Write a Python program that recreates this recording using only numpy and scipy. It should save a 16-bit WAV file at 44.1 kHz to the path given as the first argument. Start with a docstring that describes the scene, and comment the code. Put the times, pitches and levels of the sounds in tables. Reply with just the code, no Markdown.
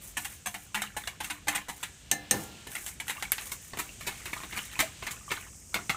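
"""A wire whisk beats soap solution in a steel bowl on a stone counter, by a glass door.
It turns almost four times a second; each turn makes bubbles gurgle and foam fizz, and the wires
skid over the wall about twice. In a pause a spoon is tapped twice on the rim: the bowl rings and
rocks, and powder patters in. The whisking resumes, and soon a hand steadies the bowl and dulls
its ring. A faint rumble and hiss lie behind it all."""
import sys
import numpy as np
from scipy import signal
from scipy.fft import rfft, irfft, next_fast_len
from scipy.io import wavfile

SR = 44100
rng = np.random.default_rng(int(sys.argv[2]) if len(sys.argv) > 2 else 0)


def generate_wav(signal):
    """Clip the signal to [-1, 1] and save it as 16-bit WAV at the path in sys.argv[1]."""
    frames = np.transpose(np.atleast_2d(signal))
    scaled = np.clip(frames, -1, 1) * 32767
    pcm = np.round(scaled).astype(np.int16)
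    wavfile.write(sys.argv[1], SR, pcm)


N = 262836
T = np.arange(N) / SR
AGE = np.arange(SR * 2 // 5) / SR   # seconds since a blow
HOLD_S = 3.45   # from here the free hand steadies the bowl

# Levels are relative: the functions add gains of their own. t60 is the time to fade by 60 dB.
# low rumble of the surroundings: t/s, level/dB
RUMBLE_LEVEL = [(0, -55), (0.7, -55.5), (3.2, -55), (4.0, -52), (5.2, -53.5), (5.6, -56), (5.96, -53.5)]
# its tone: f/Hz, level/dB
RUMBLE_TONE = [(20, -38), (30, -50), (45, 5), (90, 0.5), (150, -3), (300, -12.5), (900, -23.5), (2500, -57),
               (5000, -47), (15000, -50)]
# high hiss of the surroundings: t/s, level/dB
HISS_LEVEL = [(0, -57), (1.0, -61.5), (2.0, -59), (2.6, -58.5), (3.5, -52.5), (4.5, -53), (5.2, -51.5),
              (5.65, -54), (5.96, -49.5)]
# its tone: f/Hz, level/dB
HISS_TONE = [(3500, -37), (5000, -6), (6100, 1), (7400, 2), (8600, 1), (10000, -12), (13000, -16),
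             (16000, -34)]
# a lower hiss that comes and goes: t/s, level/dB
LOW_HISS_LEVEL = [(0, -58), (1.0, -65.5), (1.4, -59.5), (1.7, -60), (2.05, -57.5), (2.5, -52.5),
                  (2.95, -60.5), (4.0, -56.5), (5.0, -54), (5.6, -70.5), (5.96, -60)]
# its tone: f/Hz, level/dB
LOW_HISS_TONE = [(900, -5.5), (2100, 0), (2800, 3.5), (3500, 1), (4600, -2.5), (5500, -8), (9000, -39)]
# turns of the whisk through the liquid: t/s, length/s, gurgle level/dB, foam level/dB
TURNS = [(0, 0.085, -67, -51.5), (0.174, 0.17, -56, -51), (0.457, 0.17, -59, -54.5),
         (0.748, 0.095, -40.5, -53.5), (0.964, .12, -49, -55), (1.212, 0.13, -47.5, -54.5),
         (1.48, 0.087, -40, -52), (1.688, .15, -58, -57), (2.689, 0.21, -51.5, -47.5),
         (3.047, .2, -45, -53.5), (3.343, 0.19, -49.5, -49), (3.6, 0.079, -60, -56),
         (3.756, 0.17, -56, -56), (3.993, 0.23, -47, -55), (4.237, .21, -44.5, -53),
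         (4.492, 0.17, -44, -52), (4.701, 0.16, -46.5, -57), (5.012, 0.14, -46, -58),
         (5.275, 0.13, -43.5, -54.5), (5.719, 0.043, -53, -67), (5.9, .06, -51, -70)]
# tone of bursting foam: f/Hz, level/dB
FOAM_TONE = [(2000, -7.5), (4500, -13), (6500, 0.5), (9000, 2), (12000, -2.5), (15500, -1.5)]
# how long the room echoes: f/Hz, t60/s
ROOM_DECAY = [(200, 0.33), (600, 0.14), (2000, 0.11), (6000, 0.2), (14000, 0.026)]
# wires hit the bowl: t/s, skid length/s, level/dB, thud/dB, brightness/dB (last two added to level)
CLINKS = [(.169, 0.014, -34.5, -6, -0.5), (.247, .008, -39.5, -8.5, 0.5), (.459, 0.015, -38, -1.5, 3.5),
          (.542, .008, -41.5, -3, -2.5), (.745, 0.014, -32, -4, -5), (0.8193, 0.0027, -35, -7.5, -1),
          (.966, .011, -40, 3, 1.5), (1.074, 0.0029, -36.5, -8, -4), (1.203, .008, -40, 1, -2),
          (1.244, .004, -41, -20, 0), (1.3, .012, -36, -7, -3.5), (1.471, 0.0064, -44.5, 6, -3),
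          (1.482, 0.0056, -29.5, -5, -1), (1.55, .013, -34, -6, 2), (1.684, 0.017, -42, 1.5, 1),
          (1.829, 0.0084, -37, -10, -1), (2.67, 0.0055, -48, -11, -0.5), (2.752, 0.0035, -38.5, -13.5, -2),
          (2.8634, .002, -46, -9, 6.5), (2.878, 0.0098, -51.5, -11, 10), (3.0, 0.0049, -42.5, -6, 0.5),
          (3.081, .002, -39, -26, -1.5), (3.095, 0.014, -37, -7, 0.5), (3.2249, .002, -36.5, -6, -2.5),
          (3.3197, .0005, -35, -25, -1), (3.382, .002, -38, -29, -16), (3.418, .003, -50.5, -8, 3),
          (3.518, 0.0031, -44.5, -0.5, 9), (3.7337, 0.0051, -47, 2.5, -19), (3.7726, .002, -49, 5.5, 2),
          (3.788, 0.013, -37.5, -1, 3.5), (4.009, 0.0043, -46.5, -6, -3), (4.067, .017, -36.5, -2.5, 1.5),
          (4.256, 0.0065, -41.5, -6.5, -3), (4.33, 0.0052, -40, -3.5, -7), (4.435, .002, -48, 3.5, -6),
          (4.527, .002, -42, -5.5, -19), (4.564, 0.016, -36, -7.5, -3.5), (4.791, 0.0028, -29.5, -8.5, -7),
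          (4.797, .01, -27.5, -7, 0.5), (5.024, 0.0053, -43.5, -1, -11), (5.067, 0.0081, -36.5, -7.5, -6.5),
          (5.109, .01, -45, -18, 6), (5.306, 0.0041, -38.5, -7, -19), (5.3157, 0.0044, -32.5, -4, -6.5),
          (5.743, 0.0041, -30, -12.5, -6), (5.754, .007, -36, -1, -12), (5.895, 0.0029, -29, -5.5, -12.5),
          (5.902, .001, -39.5, -8, -1)]
# tone of the wires on the free bowl: f/Hz, level/dB
FREE_TONE = [(50, -46), (140, -24), (208, -8.5), (255, -37), (295, -18), (380, -11.5), (570, -29.5),
             (690, -3.5), (830, 8), (1150, -5.5), (1950, 4.5), (2300, 1), (2750, 2), (4200, -6.5),
             (5100, -11.5), (7500, -2), (15500, -14)]
# tone of the wires on the held bowl: f/Hz, level/dB
HELD_TONE = [(50, -17), (110, -5), (380, -3.5), (520, -15.5), (850, -1.5), (1200, 0.5), (1650, -3),
             (2130, 6), (3200, -3), (4200, -4.5), (5000, -10.5), (7500, -3), (11000, -9.5), (15500, -10.5)]
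# the bowl's modes, the notes it rings at: f/Hz, level/dB, t60/s when untouched
BOWL_MODES = [(207.7, -16.5, 0.77), (296.4, -12.5, 0.56), (511, -21.5, 0.39), (707, -18.5, 0.43),
              (781, -14, 0.47), (808, -15.5, 0.36), (1386, -27, 1), (1690, -19.5, 0.57), (1756, -7.5, 0.33),
              (1787, -7, 0.21), (2080, -15, 0.39), (2630, -28, 0.44), (2845, -20, 0.62), (3180, -29, 0.26),
              (3500, -26, 0.3), (4043, -20, 0.48), (5530, -16.5, 0.23), (6300, -4.5, 0.15),
              (6300, -9, 0.15), (6800, -11, 0.15), (8100, -12, 0.036), (8660, 6, 0.043)]
# tone of the free bowl's hollow boom: f/Hz, level/dB
BOOM_TONE = [(100, -32), (180, -3), (208, 5.5), (228, -13), (255, -25), (600, -55)]
# the largest single bubbles: t/s, level/dB, f/Hz
PLOPS = [(.874, -32, 2770), (1.038, -30, 3530), (1.579, -24, 2080), (2.767, -23, 2090), (3.001, -23, 2270),
         (3.098, -19, 1990), (3.17, -29, 2710), (3.253, -27, 2230), (3.892, -30.5, 2690),
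         (4.332, -21.5, 2220), (4.591, -20.5, 2910), (4.756, -24.5, 2480), (4.827, -27, 636),
         (5.28, -32, 1134), (5.374, -28.5, 1485), (5.79, -27.5, 1375), (5.946, -23.5, 1280)]
# spoon taps on the rim: t/s, strike level/dB, ring level/dB
TAPS = [(2.1141, -24, -28), (2.3103, -23.5, -23.5)]
# tone of a tap: f/Hz, level/dB
SPOON_TONE = [(400, -32), (1300, -16), (2800, -3.5), (3400, -13), (4100, -3.5), (4900, -16), (6400, 0.5),
              (7600, -7), (8800, 0.5), (10600, -16.5), (14000, -8), (16000, -21)]
# the bowl's foot knocks on the counter: t/s, level/dB
KNOCKS = [(2.115, -39.5), (2.312, -36), (2.3393, -34), (2.352, -44), (2.367, -42.5), (2.394, -45),
          (2.668, -47), (3.735, -50.5), (3.79, -62), (5.745, -42.5), (5.896, -52)]
# tone of a knock: f/Hz, level/dB
KNOCK_TONE = [(25, -45), (60, -4), (95, 2.5), (200, 2), (250, -3), (330, 2.5), (520, -6), (850, -5.5),
              (1300, -13), (4000, -21.5)]
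# powder falling from the spoon onto the liquid: t/s, level/dB
POWDER_LEVEL = [(2.3, -90), (2.33, -51), (2.42, -43.5), (2.47, -54), (2.55, -88)]
# the notes of one glassy tick: f/Hz, level/dB, t60/s
TICK_MODES = [(2200, -14, 0.032), (9250, -9, 0.0073), (11300, 6, 0.0038), (12000, 9, 0.0031),
              (13400, -6, .004)]


def from_db(db):
    """Turn decibels into a gain."""
    return 10 ** (np.asarray(db) / 20)


def rms_one(x):
    """Scale a sound to an average power of 1."""
    return x / np.sqrt(np.mean(x ** 2) + 1e-20)


def attack_one(x):
    """Scale a blow to a power of 1 over its first 25 ms."""
    return x / np.sqrt(np.mean(x[:SR // 40] ** 2) + 1e-20)


def in_time(points):
    """Join the points of a time table with straight lines."""
    return np.interp(T, *np.transpose(points))


def at_hz(points, hz):
    """Read a frequency table, with octaves evenly spaced."""
    f, value = np.transpose(points)
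    return np.interp(np.log(np.maximum(hz, 1)), np.log(f), value)


def add(track, s, sound):
    """Mix a sound in, starting at s seconds."""
    i = max(round(s * SR), 0)
    track[i:i + len(sound)] += sound[:max(N - i, 0)]


def cut(x, hz, kind, order=3):
    """Keep the lows, the highs or a band of a sound."""
    return signal.sosfilt(signal.butter(order, hz, kind, fs=SR, output="sos"), x + 1e-18)


def colour(x, tone):
    """Shape a steady sound with a tone table; power 1."""
    size = next_fast_len(len(x))
    gains = from_db(at_hz(tone, np.arange(size // 2 + 1) * SR / size))
    return rms_one(irfft(rfft(x, size) * gains, size)[:len(x)])


def fade(t60):
    """Die away by 60 dB every t60 seconds."""
    return np.exp(-np.log(1000) * AGE / np.maximum(t60, 1e-4))


def waver(per_s):
    """A slow random drift, about 1 in size."""
    count = int(N / SR * per_s) + 2
    return rms_one(np.interp(T, np.linspace(0, N / SR, count), rng.standard_normal(count)))


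def clang(tone, t60, crack_db, crack_t60, tail_db, tail_t60):
    """Countless notes blur into noise: a hard crack, a short ring, then scattered echoes."""
    envelope = fade(t60) + from_db(crack_db) * fade(crack_t60) + from_db(tail_db) * fade(tail_t60)
    return colour(rng.standard_normal(len(AGE)), tone) * envelope


def ringing(modes, ring_share=1):
    """One fading sine wave per mode; a touch cuts its ring time to ring_share of the full time."""
    return np.array([from_db(db) * np.sin(2 * np.pi * hz * AGE) * fade(t60 * ring_share)
                     for hz, db, t60 in modes])


def strike(modes, spread_db):
    """Each spot that is hit sets off its own mix of the modes."""
    strengths = from_db(spread_db * rng.standard_normal(len(modes)))
    return (strengths * rng.choice([-1, 1], len(modes))) @ modes


def background(level, tone):
    """A rumble or hiss from the surroundings, wavering a little."""
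    drift_db = 1.3 * waver(per_s=12)
    return from_db(in_time(level) + drift_db) * colour(rng.standard_normal(N), tone)


def stirring(levels_db, settle_db_per_s, swell_s=0.025, sag_db_per_s=22):
    """Gain over time: each turn swells, eases as the whisk slows, then dies as the liquid settles."""
    starts, lengths, _, _ = np.transpose(TURNS)
    steps = T[::20]
    age = np.maximum(steps[:, None] - starts, 0)
    db = levels_db - sag_db_per_s * age - settle_db_per_s * np.maximum(age - lengths, 0)
    gains = np.minimum(age / swell_s, 1) * from_db(np.maximum(db, -120))
    return np.interp(T, steps, gains.max(axis=1))


def bubble(hz, cycles, rise):
    """A pocket of air rings briefly, its pitch climbing as it nears the surface."""
    samples = cycles / hz * SR
    life = np.arange(int(samples) + 2) / samples
    return np.sin(2 * np.pi * cycles * (life + rise * life ** 2 / 2)) * np.exp(-np.log(1000) * life)


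def gurgle(count, centre_hz, octaves, size_db):
    """The wires drag many small bubbles under, and the soap soon stops their ringing."""
    out = np.zeros(N)
    starts = np.sort(rng.random(count)) * N / SR
    scatter = np.clip(rng.standard_normal((count, 2)), -2.2, 1.8)
    for s, (pitch, size) in zip(starts, scatter):
        ring = bubble(centre_hz * 2 ** (octaves * pitch), cycles=30, rise=.07)
        add(out, s, from_db(size_db * size) * ring)
    return rms_one(out)


def fizz(per_s, size_db):
    """Foam bursts as tiny ticks, in clumps as the wires tear through it."""
    sizes = from_db(size_db * np.minimum(rng.exponential(1, N), 4)) * rng.choice([-1, 1], N)
    clumps = from_db(2.5 * waver(per_s=130))
    bursts = rng.random(N) < per_s / SR
    return colour(clumps * sizes * bursts, FOAM_TONE)


def spray(per_s, above_hz, start_db=3, loss_db_per_s=1.5):
    """Droplets flicked off the wires patter on the steel, less so as the foam thickens."""
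    return from_db(start_db - loss_db_per_s * T) * cut(fizz(per_s, size_db=6), above_hz, "high")


def rattle(per_s, size_db):
    """The wires touch the wall lightly, at random, as they slide along it."""
    sizes = from_db(size_db * np.minimum(rng.exponential(1, N), 3)) * rng.choice([-1, 1], N)
    touch = clang(HELD_TONE, t60=0.03, crack_db=8, crack_t60=0.0045, tail_db=-18, tail_t60=0.15)
    clicks = sizes * (rng.random(N) < per_s / SR)
    touches = signal.fftconvolve(clicks, touch)[:N]
    return rms_one(cut(touches, 6200, "high", order=1))


def with_echoes(x, echo_db, build_s):
    """A sound plus its echoes from counter, door and wall; the highest pitches die first."""
    edges_hz, tail = np.geomspace(70, 17000, 9), 0
    for low, high in zip(edges_hz, edges_hz[1:]):
        band = cut(rng.standard_normal(len(AGE)), [low, high], "band", order=2)
        tail += band * fade(at_hz(ROOM_DECAY, np.sqrt(low * high)))
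    tail *= 1 - np.exp(-AGE / build_s)
    return x + from_db(echo_db) * signal.fftconvolve(x, tail / np.linalg.norm(tail))[:N]


def skid(length, wires_per_s, uneven_db, first_db):
    """The wires land one after another, as a run of uneven clicks."""
    jitter, sizes_db = rng.random(32), uneven_db * rng.standard_normal(32)
    sizes_db[0] = first_db
    count = int(np.clip(1 + length * wires_per_s, 1, 32))
    places = (np.arange(count) + jitter[:count] - jitter[0]) / count
    clicks = np.zeros(int(length * SR) + 2)
    clicks[(places * (len(clicks) - 1)).astype(int)] = from_db(sizes_db[:count])
    return clicks


def whisk(free_ring_db, held_ring_db, low_hz, high_hz):
    """Skidding wires ring the whisk and the bowl; a heavy hit thuds, a hard one is bright."""
    out, modes = np.zeros(N), ringing(BOWL_MODES, ring_share=0.65)
    bands = [(low_hz, "low"), ([low_hz, high_hz], "band"), (high_hz, "high")]
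    for s, length, db, thud_db, bright_db in CLINKS:
        tone, ring_db = (FREE_TONE, free_ring_db) if s < HOLD_S else (HELD_TONE, held_ring_db)
        hit = clang(tone, t60=0.077, crack_db=3, crack_t60=0.0047, tail_db=-9, tail_t60=0.23)
        hit += from_db(ring_db) * strike(modes, spread_db=4.5)
        clink = signal.fftconvolve(hit, skid(length, wires_per_s=400, uneven_db=3.5, first_db=-0.5))
        low, middle, high = (attack_one(cut(clink, hz, kind)) for hz, kind in bands)
        # the middle band is flipped, as neighbouring bands are out of step where they meet
        add(out, s, from_db(db) * (from_db(thud_db) * low - middle + from_db(bright_db) * high))
    return out


def boom(below_thud_db):
    """Until the bowl is held, each clink also sets its lowest note booming."""
    out = np.zeros(N)
    for s, _, db, thud_db, _ in CLINKS:
        if s < HOLD_S:
            hollow = colour(rng.standard_normal(len(AGE)), BOOM_TONE)
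            envelope = fade(0.29) * (1 - fade(0.069))
            add(out, s, from_db(db + thud_db - below_thud_db) * hollow * envelope)
    return out


def plops(gain_db):
    """Now and then a larger pocket of air closes and rings."""
    out = np.zeros(N)
    for s, db, hz in PLOPS:
        add(out, s, from_db(db + gain_db) * bubble(hz, cycles=52, rise=.08))
    return out


def spoon():
    """A bright tap on the rim lets the bowl ring freely."""
    out, modes = np.zeros(N), ringing(BOWL_MODES, ring_share=0.98)
    for s, strike_db, ring_db in TAPS:
        tap = clang(SPOON_TONE, t60=0.068, crack_db=9, crack_t60=0.018, tail_db=-2, tail_t60=0.15)
        add(out, s, from_db(strike_db) * attack_one(tap))
        add(out, s, from_db(ring_db) * strike(modes, spread_db=3.5))
    return out


def rocking():
    """The filled bowl tips and settles on the stone with dull knocks."""
    out = np.zeros(N)
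    for s, db in KNOCKS:
        knock = clang(KNOCK_TONE, t60=0.14, crack_db=-13, crack_t60=0.022, tail_db=-7.5, tail_t60=0.78)
        add(out, s, from_db(db) * attack_one(knock))
    return out


def powder(per_s):
    """Fine grains land as a short, bright sprinkle."""
    return from_db(in_time(POWDER_LEVEL)) * fizz(per_s, size_db=3)


def tick(at_s, level_db):
    """One very hard, brief contact rings a few high notes."""
    out = np.zeros(N)
    add(out, at_s, from_db(level_db) * attack_one(sum(ringing(TICK_MODES))))
    return out


def scene():
    """Mix metal, liquid and foam over the background, in one channel."""
    _, _, gurgle_db, foam_db = np.transpose(TURNS)
    churn = stirring(gurgle_db, settle_db_per_s=139)
    swish = stirring(foam_db, settle_db_per_s=260)
    # a little sound is left between turns; the fizz grows as foam builds up
    gurgle_rest, foam_rest = from_db(-70.5), from_db(-75 + 2 * T)
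    metal = whisk(free_ring_db=-10.5, held_ring_db=-16.5, low_hz=1074, high_hz=5540)
    metal += spoon() + rocking() + boom(below_thud_db=10.5)
    metal += from_db(-1) * swish * rattle(per_s=190, size_db=6)
    bubbles = gurgle(count=2100, centre_hz=2105, octaves=0.5, size_db=5)
    liquid = from_db(-2.5) * (churn + gurgle_rest) * bubbles + plops(gain_db=-4)
    foam = from_db(2.5) * (swish + foam_rest) * fizz(per_s=8000, size_db=6)
    foam += swish * spray(per_s=2500, above_hz=9000)
    rumble = background(RUMBLE_LEVEL, RUMBLE_TONE)
    hiss = background(HISS_LEVEL, HISS_TONE) + background(LOW_HISS_LEVEL, LOW_HISS_TONE)
    small_sounds = liquid + foam + powder(per_s=4100) + tick(at_s=3.3196, level_db=-26.5)
    return (metal + with_echoes(small_sounds, echo_db=-6, build_s=0.0013) + rumble + hiss)[None]


def record(dry):
    """Steeply cut everything above 15500 Hz."""
    return signal.sosfilt(signal.ellip(10, .2, 70, 15500, fs=SR, output="sos"), dry)


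dry = scene()
out = record(dry)
generate_wav(out)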